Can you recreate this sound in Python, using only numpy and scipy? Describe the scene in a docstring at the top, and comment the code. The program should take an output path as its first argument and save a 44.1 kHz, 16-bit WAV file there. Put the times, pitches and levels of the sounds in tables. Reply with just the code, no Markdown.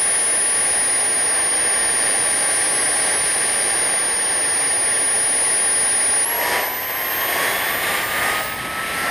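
"""A model jet's small turbine, close up, from a mono camera microphone riding on the fuselage.
It idles on a grass field: twelve compressor blades whistle over the shaft's overtones and the exhaust roar.
After a hard cut it spools up for take-off: the whistle climbs out of hearing, the roar surges,
and the wheels rumble up through the airframe."""
import sys
import numpy as np
from scipy import signal
from scipy.fft import rfft, irfft, next_fast_len
from scipy.io import wavfile
from scipy.ndimage import uniform_filter1d

SR = 44100
rng = np.random.default_rng(int(sys.argv[2]) if len(sys.argv) > 2 else 0)


def unload_audio(sound):
    """Save the sound as a 16-bit wav file, at the path given as the first command line argument."""
    columns = np.transpose(np.atleast_2d(sound))
    # keep every value between -1 and 1, then stretch to whole-number steps
    steps = np.round(np.clip(columns, -1, 1) * 32767)
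    wavfile.write(sys.argv[1], SR, steps.astype(np.int16))


N = 401310
TIME = np.arange(N) / SR
CUT_S = 6.251  # from idle to the take-off roll


def undb(db):
    """Decibels to gain."""
    return 10 ** (np.asarray(db) / 20)


def unit(x):
    """Scale to rms 1."""
    return x / np.sqrt(np.mean(x ** 2))


def curve(table, at=TIME):
    """Read a two-column table, its points joined by lines."""
    return np.interp(at, *np.transpose(table))


def walk(rate):
    """Smooth random wandering with about `rate` turns a second; spread near 1."""
    steps = rng.standard_normal(4096)
    place = TIME * rate
    k = place.astype(int)
    fraction = place - k
    ease = fraction * fraction * (3 - 2 * fraction)
    return steps[k % len(steps)] * (1 - ease) + steps[(k + 1) % len(steps)] * ease


def swell(crest_s, build_s, release_s):
    """Builds up exponentially to 1 at its crest, then rounds off and dies."""
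    since = TIME - crest_s
    return np.exp(np.minimum(since, 0) / build_s - (np.maximum(since, 0) / release_s) ** 2)


def turbulence(spectrum, flicker_db, flicker_rate):
    """Octave bands of noise that each flicker alone; rms 1."""
    size = next_fast_len(N, True)
    f = np.maximum(np.fft.rfftfreq(size, 1 / SR), 1)
    hz, db = np.transpose(spectrum)
    noise = rfft(rng.standard_normal(size)) * undb(np.interp(np.log(f), np.log(hz), db))
    noise *= f ** 2 / (f ** 2 + 20 ** 2)  # low cut at 20 Hz
    octave = np.clip(np.round(np.log2(f / 1500)), -4, 3)
    bands = (irfft(noise * (octave == k), size)[:N] for k in np.unique(octave))
    return unit(sum(band * undb(flicker_db * walk(flicker_rate)) for band in bands))


# Dips of the camera's automatic gain: t/s, depth/dB
GAIN_DIPS = [(1.02, 0.3), (4.04, 1.0)]

def camera_gain_dip_db():
    """The camera's gain steps the level down briefly at the listed times, then recovers."""
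    return sum(depth_db * swell(s, build_s=0.05, release_s=0.53) for s, depth_db in GAIN_DIPS)


# Wheel rumble, reaching the microphone through the airframe: f/Hz, relative level/dB
WHEEL_SPECTRUM = [(25, -10), (60, 0), (100, -0.5), (190, -1.5), (300, -2), (600, -12), (2000, -46)]

def wheels():
    """Small wheels bump over the turf below, louder as the model gathers speed."""
    start_db, rise_db_per_s, ceiling_db = -57.5, 10, -38
    roll_db = np.minimum(start_db + rise_db_per_s * (TIME - CUT_S), ceiling_db)
    return turbulence(WHEEL_SPECTRUM, flicker_db=2.0, flicker_rate=18) * undb(roll_db)


# Resonances and dips of the fuselage and camera housing: f/Hz, width/Hz, gain/dB
SHELL_BANDS = [(960, 69, -3), (1135, 59, 2), (1232, 57, -4), (1358, 167, -3), (1615, 78, 4), (1824, 134, 9),
               (2112, 173, 6.5), (3130, 140, 2), (5175, 540, 6.5), (5980, 240, -0.5), (6640, 330, 5.5),
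               (7370, 810, -10.5), (8650, 250, 2.3), (10400, 320, -6)]

def housing(x):
    """The hollow shell at the microphone lifts some bands and cancels others; rms 1."""
    size = next_fast_len(N, True)
    f = np.fft.rfftfreq(size, 1 / SR)
    db = sum(lift * np.exp(-((f - hz) / width) ** 2) for hz, width, lift in SHELL_BANDS)
    return unit(irfft(rfft(x, size) * undb(db))[:N])


# Exhaust at idle: f/Hz, relative level/dB
IDLE_SPECTRUM = [(30, -15), (75, -8.5), (200, -9.5), (400, -1.1), (750, 0.5), (1500, -4.5), (2600, -7.5),
                 (4000, -10.5), (6000, -14.5), (9000, -14), (11500, -16.5), (15000, -29.5)]

def idle_exhaust(roar_db):
    """The turbulent jet roars evenly, heard close through the housing."""
    roar = housing(turbulence(IDLE_SPECTRUM, flicker_db=0.33, flicker_rate=14))
    return roar * undb(roar_db + 0.3 * walk(12))


# Exhaust with the throttle opening, and at full thrust: f/Hz, relative level/dB
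OPENING_SPECTRUM = [(30, -17), (80, -11), (200, -13), (400, -2), (800, 1.5), (1500, -5.5), (2800, -8),
                    (4000, -14), (5500, -18.5), (9000, -11.5), (11500, -17.5), (15000, -33)]
THRUST_SPECTRUM = [(30, -14), (80, -18), (200, -11.5), (400, -4), (750, 1), (1500, -2), (2800, -5.5),
                   (4000, -11), (5500, -21), (9000, -10.5), (11500, -12.5), (15000, -28)]

def takeoff_exhaust(shaft_hz, roar_db):
    """The jet takes on the colour of full thrust as the shaft speeds up."""
    thrust = np.clip((shaft_hz - 980) / 200, 0, 1)
    opening = turbulence(OPENING_SPECTRUM, flicker_db=0.5, flicker_rate=16)
    full = turbulence(THRUST_SPECTRUM, flicker_db=1.0, flicker_rate=16)
    roar = housing(np.sqrt(1 - thrust) * opening + np.sqrt(thrust) * full)
    return roar * undb(roar_db + 0.44 * walk(55))


# Exhaust surges on the roll across the field: crest t/s, level/dB, build-up/s
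EXHAUST_SURGES = [(6.52, -19.5, .11), (7.43, -21, 0.23), (7.61, -23, 0.096), (7.9, -20.5, 0.12),
                  (8.23, -21.5, 0.15), (8.35, -23, 0.069), (9.07, -23, .16)]

def surging_roar_db(floor_db=-29):
    """The roar's level: surges add their power to a steady floor."""
    surge_power = sum(undb(db) ** 2 * swell(crest_s, build_s, release_s=0.11)
                      for crest_s, db, build_s in EXHAUST_SURGES)
    return 10 * np.log10(undb(floor_db) ** 2 + surge_power)


def rotor(shaft_hz, whistle_db, hum_db, overtones, fade_db, fade_rate, wander, shimmer_db, blades=12):
    """Tones locked to one shaft: its hum, the blade whistle, and overtones that fade in and out."""
    # the rotor's inertia rounds every change of speed
    speed_hz = uniform_filter1d(shaft_hz, size=9000, mode="nearest") * (1 + wander * walk(14))
    angle = 2 * np.pi * np.cumsum(speed_hz) / SR
    # eddies in the intake shake the whistle slightly in phase and strength
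    tones = undb(whistle_db + shimmer_db * walk(45)) * np.sin(blades * angle + 0.03 * walk(160))
    tones += undb(hum_db + 1.1 * walk(14)) * np.sin(angle)
    for multiple, db in overtones:
        tones += undb(db + fade_db * walk(fade_rate)) * np.sin(multiple * angle + 0.28 * walk(40))
    return np.sqrt(2) * tones


# The idling shaft sags and recovers: t/s, f/Hz
IDLE_SHAFT = [(0.04, 805.2), (0.4, 807.0), (1.53, 795.7), (2.99, 786.0), (3.69, 792.2), (5.22, 802.4),
              (5.6, 804.0), (6.2, 800.5)]
# The whistle fades a little and returns: t/s, level/dB
IDLE_WHISTLE_LEVEL = [(0, -18.6), (2.3, -19.5), (3.45, -20.4), (6.2, -18)]
# Shaft overtones at idle: multiple, level/dB, dB gained per dB of roar
IDLE_HARMONICS = [(2, -44, 3), (3, -48.5, 0.5), (4, -54, 0), (5, -58, 3.5), (6, -43.5, 1.4), (7, -63, -4),
                  (8, -64, 2), (10, -62, 2), (11, -50.5, -5.5), (13, -52, -4), (14, -48, 3),
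                  (15, -69, 12.5), (16, -73, 7), (18, -64, 0)]

def idling_turbine(gain_dip_db):
    """Standing on the grass at a nearly steady speed, the whistle well above the roar."""
    shaft_hz = curve(IDLE_SHAFT)
    sag_hz = 805 - shaft_hz  # below nominal idle
    whistle_db = curve(IDLE_WHISTLE_LEVEL) - gain_dip_db
    roar_db = -26 + 0.121 * sag_hz - gain_dip_db
    # as the roar swells, most overtones rise with it while the whistle's two neighbours sink
    swell_db = roar_db - roar_db.mean()
    overtones = [(multiple, db + slope * swell_db) for multiple, db, slope in IDLE_HARMONICS]
    tones = rotor(shaft_hz, whistle_db, hum_db=-47, overtones=overtones,
                  fade_db=-1.0, fade_rate=3.6, wander=0.0001, shimmer_db=0.26)
    return tones + idle_exhaust(roar_db)


# The shaft spools up: t/s, f/Hz
SPOOL_SHAFT = [(6.1, 912.3), (6.45, 959.7), (7.2, 1073.4), (8.02, 1203.3), (8.34, 1247.3), (9.1, 1345)]
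# The whistle weakens as it climbs: shaft f/Hz, level/dB
SPOOL_WHISTLE_LEVEL = [(933, -22.5), (1005, -28.5), (1080, -25.5), (1135, -29), (1270, -35)]
# The hum nearly drops out at one speed, then grows: shaft f/Hz, level/dB
SPOOL_HUM_LEVEL = [(933, -32.5), (1020, -34), (1120, -36.5), (1150, -44), (1180, -35), (1345, -29)]
# Overtones, each strongest at its own speed: multiple, peak level/dB, shaft f/Hz, width/Hz
SPOOL_HARMONICS = [(2, -39, 990, 110), (3, -38.5, 1087, 120), (5, -60, 1020, 125), (6, -45.5, 1140, 220),
                   (7, -55, 1140, 125), (8, -49, 1160, 110), (9, -58, 1200, 125), (10, -40.5, 1120, 90),
                   (11, -45, 1020, 200), (13, -50, 1125, 150), (14, -58, 980, 200), (15, -55, 960, 125),
                   (16, -63, 940, 125)]

def spooling_turbine(choke_above_db=-23, off_speed_db=-15):
    """The shaft accelerates beside the microphone; surges lift hum and overtones, choke the whistle."""
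    shaft_hz = curve(SPOOL_SHAFT)
    roar_db = surging_roar_db()
    surge_db = roar_db - roar_db[TIME > CUT_S].mean()
    choke_db = 2.6 * np.maximum(roar_db - choke_above_db, 0)
    whistle_db = curve(SPOOL_WHISTLE_LEVEL, at=shaft_hz) - choke_db
    hum_db = curve(SPOOL_HUM_LEVEL, at=shaft_hz) + 0.88 * surge_db
    overtones = []
    for multiple, db, peak_hz, width_hz in SPOOL_HARMONICS:
        off_speed = 1 - np.exp(-((shaft_hz - peak_hz) / width_hz) ** 2)
        overtones.append((multiple, db + 0.49 * surge_db + off_speed_db * off_speed))
    tones = rotor(shaft_hz, whistle_db, hum_db, overtones,
                  fade_db=3.0, fade_rate=6, wander=0.00014, shimmer_db=0.5)
    return tones + takeoff_exhaust(shaft_hz, roar_db)


def scene(fade_out_s=0.001, fade_in_s=0.006):
    """On board: idling, then an abrupt cut to the take-off roll; both channels are alike."""
    splice = np.minimum(np.maximum((CUT_S - TIME) / fade_out_s, (TIME - CUT_S) / fade_in_s), 1)
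    idle = idling_turbine(camera_gain_dip_db())
    mono = splice * np.where(TIME < CUT_S, idle, spooling_turbine() + wheels())
    return np.array([mono, mono])


def record(dry):
    """The camera on the fuselage cuts the top steeply."""
    top_hz = 15250
    return signal.sosfiltfilt(signal.ellip(10, 0.05, 60, top_hz, fs=SR, output="sos"), dry)


dry = scene()
out = record(dry)
unload_audio(out)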